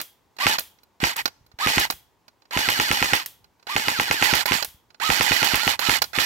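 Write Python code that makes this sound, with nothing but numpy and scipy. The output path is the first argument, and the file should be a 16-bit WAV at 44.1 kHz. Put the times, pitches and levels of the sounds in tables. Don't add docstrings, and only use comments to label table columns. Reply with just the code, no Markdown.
import sys
import numpy as np
from scipy import signal
from scipy.fft import rfft, irfft
from scipy.io import wavfile
from scipy.ndimage import uniform_filter1d

SR = 44100
rng = np.random.default_rng(int(sys.argv[2]) if len(sys.argv) > 2 else 0)


def transcribe(signal):
    frames = np.atleast_2d(signal).T
    limited = np.clip(frames, -1, 1)
    pcm = np.round(limited * 32767).astype(np.int16)
    wavfile.write(sys.argv[1], SR, pcm)


N = 275625
TIME = np.arange(N) / SR
PORT_LAG = 15

# motor on in seconds, top mesh pitch of the first stroke in Hz, motor off and
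# standstill in seconds, extra whine on the first stroke in dB, relative gear level in dB.
PULLS = [(.385, 1200, .535, 0.58, 3.5, -23), (1.001, 800, 1.08, 1.155, 0, -24.5),
         (1.159, 950, 1.198, 1.226, 7.5, -24.5), (1.587, 1280, 1.835, 1.88, 6, -23.5),
         (2.508, 1030, 3.165, 3.252, 4, -26), (3.668, 1220, 4.41, 4.443, 6, -29),
         (4.456, 1050, 4.57, 4.64, 5.5, -29), (4.999, 1340, 5.55, 5.605, 6.5, -27),
         (5.556, 1438, 5.715, 5.765, 0.5, -27), (5.797, 1410, 5.962, 6, 4.5, -26.5),
         (6.131, 900, 6.26, 6.35, 0, -27.5)]
# time in seconds, relative levels of piston thump and pellet impact in dB.
SHOTS = [(-.112, -26, -29), (.4673, -29.5, -25.5), (1.0389, -24.5, -29), (1.672, -28.5, -27),
         (1.7814, -26, -28), (2.5735, -28, -27), (2.688, -34.5, -32), (2.7994, -33, -31),
         (2.914, -29.5, -38.5), (3.026, -30.5, -30), (3.1341, -32, -29.5), (3.7641, -33.5, -34),
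         (3.8833, -37, -32), (3.9983, -33.5, -32), (4.1116, -33, -28.5), (4.2249, -34.5, -29),
         (4.3371, -26.5, -29), (4.5202, -28.5, -27.5), (5.1021, -28.5, -31), (5.2095, -31, -38),
         (5.3187, -28, -28), (5.4295, -34.5, -26.5), (5.5437, -28.5, -33), (5.6773, -28.5, -34),
         (5.8952, -28, -27.5), (6.1865, -31.5, -25)]
# time in seconds, left minus right in dB, gain of the gear noise in dB.
AIM = [(0, -4, -1), (4.2, -4.5, -0.5), (4.25, -12, 7.5), (4.6, -12, 4), (6.25, -11.5, 4)]
# frequency in Hz, level in dB.
CLACK = [(100, -14), (400, -1), (900, 4), (2200, 3), (3400, -3), (5000, -1.5), (7000, -6), (9000, -23),
         (12000, -12.5), (16000, -16.5)]


def gearbox(gear_db, rattle_db=-5, shell_db=-7, rasp_db=-5.5, unloaded_db=-6, knocks_per_s=240):
    # frequency in Hz, width in Hz, level in dB.
    shell_modes = [(904, 130, 0), (1958, 130, 1.5), (2474, 45, 4), (2922, 56, 5), (3370, 73, -8),
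                   (4330, 110, -4), (4160, 180, -9), (4970, 150, -24.5), (6450, 450, -15.5),
                   (6915, 290, -6.5)]
    # frequency in Hz, level in dB.
    rattle_colour = [(40, -32), (150, -22), (280, -13), (560, -19), (850, -2), (1150, -4.5), (1500, -2),
                     (2100, -1.5), (3000, -5.5), (4300, -4.5), (7000, -13.5), (8800, -24.5), (12200, -10.5),
                     (16000, -26.5)]
    hz = mesh_pitch() * (1 + .012 * walk(25))
    phase = 2 * np.pi * np.cumsum(hz * (1 + .009 * walk(300))) / SR
    pinion = phase / 10
    contact = (1 + .94 * np.cos(phase)) * (1 + .087 * np.cos(pinion)) * undb(2.4 * walk(650))
    knocks = (rng.random(N) < knocks_per_s / SR) * undb(14 + 4.6 * rng.standard_normal(N))
    teeth = noise(N, apart=1) * contact + knocks
    shell = sum(undb(db + 4 * walk(60)) * signal.lfilter(*signal.iirpeak(f, f / width, SR), teeth)
                for f, width, db in shell_modes)
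    rasp = sum(undb(5 * walk(70)) * np.sin(k * pinion + walk(100) + rng.uniform(0, np.pi, (2, 1)))
               for k in range(13, 50))
    clatter = undb(rattle_db) * unit(colour(teeth, rattle_colour)) + undb(shell_db) * unit(shell)
    clatter += undb(rasp_db) * unit(colour(rasp, rattle_colour))
    unloaded = sum(during(s - .006, s + .0088) for s, *_ in SHOTS)
    tone = place(whine(hz, phase, gear_db), aim(TIME), lag=PORT_LAG // 2)
    return undb(unloaded_db * unloaded) * (place(clatter * undb(gear_db), aim(TIME)) + tone)


def whine(hz, phase, gear_db, coast_db=-4, second_db=-6, third_db=-4):
    # frequency in Hz, gain in dB.
    radiation = [(600, -24), (800, -7), (1000, -2), (1300, 0), (1600, 1), (1950, -1), (2200, -6),
                 (3100, -8), (3600, -3), (4000, 0), (4350, 5), (4800, -4), (5300, -14), (6000, -18)]
    db = -6.8 + 1.5 * walk(130) + 1.5 * walk(30)
    db -= 6 * sum(during(s, s + .04) for s, *_ in SHOTS)
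    for on, _, off, stop, extra_db, _ in PULLS:
        db += extra_db * during(on, first_release(on, off)) + coast_db * during(off, stop)
    db += gear_db - np.maximum(gear_db + 28, 0) / 2
    harmonics = [(1, 0), (2, second_db + 2 * walk(120)), (3, third_db + 2 * walk(120))]
    return np.sqrt(2) * sum(undb(db + own_db + np.interp(k * hz, *np.transpose(radiation)))
                            * np.sin(k * phase) for k, own_db in harmonics)


def mesh_pitch(free_hz=1950, cocked_hz=1300, stall_hz=600, usual_stroke_s=.112):
    spin_up = [(0, .45), (.22, .68), (.38, .9), (.56, 1), (.72, .99), (.9, .91)]
    # share of a later stroke, pitch in Hz at the usual length; a longer stroke runs lower.
    cocking = [(.29, free_hz), (.46, .95 * free_hz), (.69, .83 * free_hz), (.92, cocked_hz)]
    points = []
    for on, top_hz, off, stop, *_ in PULLS:
        shots = shots_in(on, off)
        points = [point for point in points if point[0] < on]
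        first_stroke = first_release(on, off) - on
        points += [(on + share * first_stroke, speed * top_hz) for share, speed in spin_up]
        for shot, stroke in zip(shots, np.diff(shots)):
            points += [(shot + share * stroke, hz * usual_stroke_s / stroke) for share, hz in cocking]
        if shots and off - shots[-1] > .025:
            points += [(shots[-1] + .022, free_hz), (off, .85 * free_hz)]
        points.append((stop, stall_hz))
    return uniform_filter1d(curve(sorted(points)), size=400)


def gear_level(start_db=-17.5, spin_up_s=.025, firing_db=1.4, shaken_db=3.5, settle_s=.066):
    boost_db = firing_db + shaken_db * np.exp(-since_shot() / settle_s)
    gain = 1e-6
    for on, _, off, stop, _, db in PULLS:
        rise_db = start_db * np.clip(1 - (TIME - on) / spin_up_s, 0, 1)
        firing = TIME > min(shots_in(on, off), default=np.inf)
        speed = np.clip((stop - TIME) / (stop - off), .06, 1)
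        gain = np.maximum(gain, during(on, stop + .0034) * undb(db + rise_db + firing * boost_db) * speed)
    return 20 * np.log10(gain) + curve([(s, db) for s, _, db in AIM])


def piston(thump_db=13, thump_hz=240, lead_s=.0067, recoil_db=-.5, push_s=.003, rebound_s=.018):
    out, t = np.zeros((2, N)), span(.08) - .02
    kick = np.cos(2 * np.pi * thump_hz * t - .6) * bell(t, .0016)
    thump = place(undb(thump_db) * kick, -5.5)
    for s, db, _ in SHOTS:
        rebound = rebound_s + rng.normal(0, .001, (2, 1))
        rock = bell(t, push_s) + bell(t - rebound, push_s)
        recoil = undb(recoil_db + 2.5 * rng.standard_normal((2, 1))) * rock
        add(out, s - lead_s + t[0], undb(db) * (thump + recoil))
    return out


def muzzle(pop_db=1.9, pop_hz=2450, edge_db=-11, bounce_db=-8, bounce_hz=1700, crack_db=-18.5):
    # frequency in Hz, level in dB.
    edge_colour = [(1000, -6.5), (3500, -8.5), (5000, 0), (7000, -5.5), (9000, -15), (11500, -10.5),
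                   (16000, -25.5)]
    # frequency in Hz, level in dB, 60 dB decay time in seconds.
    barrel_modes = [(853, -4.5, 0.042), (1001, -10.5, 0.048), (1366, -6, 0.067), (1820, -9, 0.028),
                    (2150, -10, 0.041), (508.4, -15.5, 0.037), (334, -18.5, 0.051)]
    out, t = np.zeros((2, N)), span(.027)
    from_pop = t - .002
    pop_shape = np.array([bell(from_pop + .00003, .00019), bell(from_pop - .00011, .00034)])
    bounce = -np.cos(2 * np.pi * bounce_hz * from_pop) * bell(from_pop, .00054)
    for s, *_ in SHOTS:
        start, db = s + from_pop[0], rng.normal(-1.74, 1.3)
        pop = -np.sin(2 * np.pi * pop_hz * rng.normal(1, .013) * from_pop) * pop_shape
        edge = colour(noise(len(t), apart=.5) * bell(from_pop, .0003), edge_colour)
        add(out, start, undb(db) * (undb(pop_db) * pop + undb(edge_db) * edge))
        add(out, start + rng.normal(.00219, .0001), place(undb(db + bounce_db) * bounce, -16.5))
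        crack = colour(noise(len(t), apart=1) * fade(t, .05), CLACK)
        add(out, s + .0014, place(undb(db + crack_db) * crack, -2))
        add(out, s + .0012, place(undb(db - 10) * ring(barrel_modes, t), -6))
    return out


def spring(gear_db, slap_db=-20.2, return_db=-21.2, slap_t60=.04, buzz_db=-8, buzz_t60=.44):
    # frequency in Hz, level in dB.
    slap_colour = [(60, -9), (300, -0.5), (550, -6), (1000, -1.5), (2300, -1), (5000, -6.5), (9000, -14.5),
                   (16000, -24)]
    buzz_colour = [(100, -26.5), (350, -6.5), (600, -11), (1400, -3.5), (2600, -3.5), (5000, -1.5),
                   (7000, -3.5), (9000, -8.5), (12000, -4.5), (15000, -9.5)]
    slaps, buzz, t = np.zeros((2, N)), np.zeros((2, N)), span(.12)
    for s, *_ in SHOTS:
        for delay, db in [(.0155, slap_db), (.0305, return_db)]:
            blow = colour(noise(len(t), apart=1) * fade(t, slap_t60), slap_colour)
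            add(slaps, s + delay + rng.normal(0, .001), undb(rng.normal(db, .77)) * blow)
        add(buzz, s + .015, colour(noise(len(t), apart=.97) * fade(t, buzz_t60), buzz_colour))
    return place(slaps + undb(gear_db + buzz_db) * buzz, aim(TIME))


def latch(bounce_s=.021, bounce_db=-13, side_db=-3):
    # start in seconds, level in dB, relative snap near 5 kHz in dB.
    fallbacks = [(.001, -13, -11), (0.584, -7, -6.5), (1.256, -2.5, -6.5), (1.901, -5, -10.5),
                 (4.457, -3.5, -9.5), (4.625, -6, -6.5), (5.792, -5, -11), (6.0188, .5, -4)]
    out = np.zeros((2, N))
    for s, db, snap_db in fallbacks:
        for delay, drop_db in [(0, 0), (bounce_s, bounce_db)]:
            blow = clack(snap_db, treble_db=-16, t60=.03)
            add(out, s + delay, place(undb(db + drop_db) * blow, aim(s) + side_db))
    return out


def trigger(take_up_db=-18, side_db=-3):
    # start in seconds, level in dB, relative treble in dB.
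    ticks = [(0.366, -33, -12), (.571, -32.5, -17), (.787, -42.5, -21), (.833, -37.5, 8), (1.464, -41, 1.5),
             (1.516, -39, -27.5), (2.281, -30, -21.5), (2.42, -40, -28), (2.454, -41, -38.5),
             (3.443, -36.5, -19), (3.597, -44.5, -30), (3.627, -38.5, -27), (4.904, -37, -28),
             (4.945, -32.5, -42)]
    out = np.zeros((2, N))
    for on, *_ in PULLS:
        click = clack(snap_db=-15, treble_db=-28, t60=.026)
        add(out, on + .0011, place(undb(take_up_db) * click, aim(on) + side_db))
    for s, db, treble_db in ticks:
        tick = clack(snap_db=-8, treble_db=treble_db, t60=.024)
        add(out, s, place(undb(db) * tick, aim(s) + side_db))
    return out


def clack(snap_db, treble_db, t60, crack_db=-7, modes_db=-15, tail_db=-27, rise_s=.0013):
    # frequency in Hz, level in dB, 60 dB decay time in seconds.
    receiver_modes = [(843, -6.5, 0.045), (1450, -4, 0.055), (2500, -9, 0.024), (4135, -0.5, 0.048),
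                      (4600, -5, 0.037), (5100, -10, 0.037), (7000, -8.5, .035)]
    t = span(.064)
    shape = (1 - np.exp(-t / rise_s)) * (fade(t, t60) + undb(tail_db) * fade(t, .09))
    lift_db = [0, snap_db + 14.5, snap_db + 4.5, .77 * (treble_db + 22.5)]
    spectrum = [(hz, db + np.interp(hz, [3000, 4530, 6140, 9300], lift_db)) for hz, db in CLACK]
    crack = colour(noise(len(t), apart=1) * shape, spectrum)
    return undb(crack_db) * crack + undb(modes_db) * ring(receiver_modes, t)


def pellets(delay_s=.1265, smack_db=9, scatter_db=-17, ring_db=-32, ring_hz=3320):
    # frequency in Hz, level in dB.
    smack_colour = [(300, -12.5), (1000, -11.5), (3000, -5.5), (6000, -6.5), (9000, -8.5), (12000, -2),
                    (16000, -4.5)]
    out, t = np.zeros((2, N)), span(.5)
    for s, _, db in SHOTS:
        smack = noise(len(t), apart=.47) * fade(t, .024)
        scatter = undb(scatter_db) * noise(len(t), apart=.48) * fade(t, .27)
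        plate = unit(signal.lfilter(*signal.iirpeak(ring_hz, 12, SR), noise(len(t), apart=2)))
        impact = colour(smack + scatter, smack_colour) + undb(ring_db) * plate * fade(t, .42)
        add(out, s + delay_s, undb(db + smack_db) * impact)
    return out


def trees(x, echo_db=-26, t60=.46):
    # frequency in Hz, level in dB.
    echo_colour = [(100, -9.5), (700, 7), (2000, 1), (4000, 0), (8000, 6), (12000, -1), (16000, 0)]
    t = span(1)
    tail = colour(rng.standard_normal((2, len(t))) * fade(t, t60) * (1 - np.exp(-t / .0015)), echo_colour)
    tail /= np.linalg.norm(tail, axis=1, keepdims=True)
    return undb(echo_db) * signal.fftconvolve(x.mean(0)[None], tail, axes=-1)[:, :N]


def bumps(hz=70, t60=.027):
    # start in seconds, level in dB.
    nudges = [(1.41, -42), (1.54, -35), (1.938, -33.5), (4.678, -38), (4.745, -37.5), (5.106, -14)]
    out, t = np.zeros((2, N)), span(.15)
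    for s, db in nudges:
        add(out, s, undb(db) * np.sin(2 * np.pi * hz * t) * fade(t, t60))
    return out


def hands(rest_db=-78, shaken_db=-53, t60=.9, uneven_db=3):
    rumble = signal.sosfilt(signal.butter(2, [35, 130], "band", fs=SR, output="sos"), noise(N, apart=1.2))
    recoil = (TIME > SHOTS[1][0]) * fade(since_shot(), t60)
    return (undb(rest_db) + undb(shaken_db) * recoil) * undb(uneven_db * walk(10)) * unit(rumble)


def air(level_db=-66.5):
    # frequency in Hz, level in dB.
    air_colour = [(20, -30), (50, -14.5), (170, -13.5), (400, -12), (650, -16.5), (950, -11), (1300, -20),
                  (3500, -27.5), (7000, -31), (9000, -37), (16000, -34)]
    return undb(level_db + .46 * walk(.92)) * unit(colour(noise(N, apart=.69), air_colour))


def place(x, pan_db, treble_share=.56, lag=PORT_LAG):
    x = np.broadcast_to(x, (2, x.shape[-1]))
    body = signal.sosfiltfilt(signal.butter(3, 7500, fs=SR, output="sos"), x)
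    out = 0
    for (left, right), ratio in [(body, undb(pan_db)), (x - body, undb(treble_share * pan_db))]:
        late_left = np.pad(left, (lag, 0))[:len(left)]
        out = out + np.array([late_left * ratio, right]) * np.sqrt(2 / (1 + ratio ** 2))
    return out


def aim(s):
    times, pan_db, _ = np.transpose(AIM)
    return np.interp(s, times, pan_db)


def shots_in(on, off):
    return [s for s, *_ in SHOTS if on < s < off]


def first_release(on, off):
    return min(shots_in(on, off) + [off])


def since_shot():
    times = np.array([s for s, *_ in SHOTS])
    return TIME - times[np.searchsorted(times, TIME) - 1]


def ring(modes, t):
    return sum(undb(rng.normal(db, .6)) * np.sin(2 * np.pi * hz * rng.normal(1, .0056) * t) * fade(t, t60)
               for hz, db, t60 in modes)


def colour(x, points, size=2048):
    hz, db = np.transpose(points)
    bin_hz = np.arange(size // 2 + 1) * SR / size
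    log_gain = np.log(undb(np.interp(np.log(bin_hz + 1), np.log(hz), db)))
    cepstrum = irfft(log_gain)[:size // 2]
    cepstrum[1:] *= 2
    response = irfft(np.exp(rfft(cepstrum, size)))
    response /= np.linalg.norm(response)
    return signal.fftconvolve(np.atleast_2d(x), response[None], axes=-1)[:, :x.shape[-1]]


def noise(size, apart):
    return unit(rng.standard_normal(size) + apart * rng.standard_normal((2, size)))


def walk(rate):
    step = max(int(SR / rate), 1)
    return unit(uniform_filter1d(np.repeat(rng.standard_normal(N // step + 1), step), step)[:N])


def during(start, end):
    return uniform_filter1d(1. * ((TIME > start) & (TIME < end)), size=100)


def fade(t, t60):
    return np.exp(-np.log(1000) * t / t60)


def bell(t, width_s):
    return np.exp(-(t / width_s) ** 2)


def curve(rows):
    return np.interp(TIME, *np.transpose(rows))


def span(seconds):
    return np.arange(int(seconds * SR)) / SR


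def undb(db):
    return 10 ** (np.asarray(db) / 20)


def unit(x):
    return x / np.sqrt(np.mean(x ** 2))


def add(out, s, sound):
    i = int(round(s * SR))
    if 0 <= i < N:
        out[:, i:i + sound.shape[-1]] += sound[..., :N - i]


def scene():
    gear_db = gear_level()
    direct = gearbox(gear_db) + piston() + muzzle() + spring(gear_db) + latch() + trigger() + pellets()
    return direct + trees(direct) + air() + hands() + bumps()


def record(dry):
    thinned = signal.sosfilt(signal.butter(2, 45, "high", fs=SR, output="sos"), dry)
    rounded = thinned / (1 + (thinned / .84) ** 4) ** .25
    return signal.sosfilt(signal.ellip(8, .2, 70, 15700, fs=SR, output="sos"), rounded)


dry = scene()
out = record(dry)
transcribe(out)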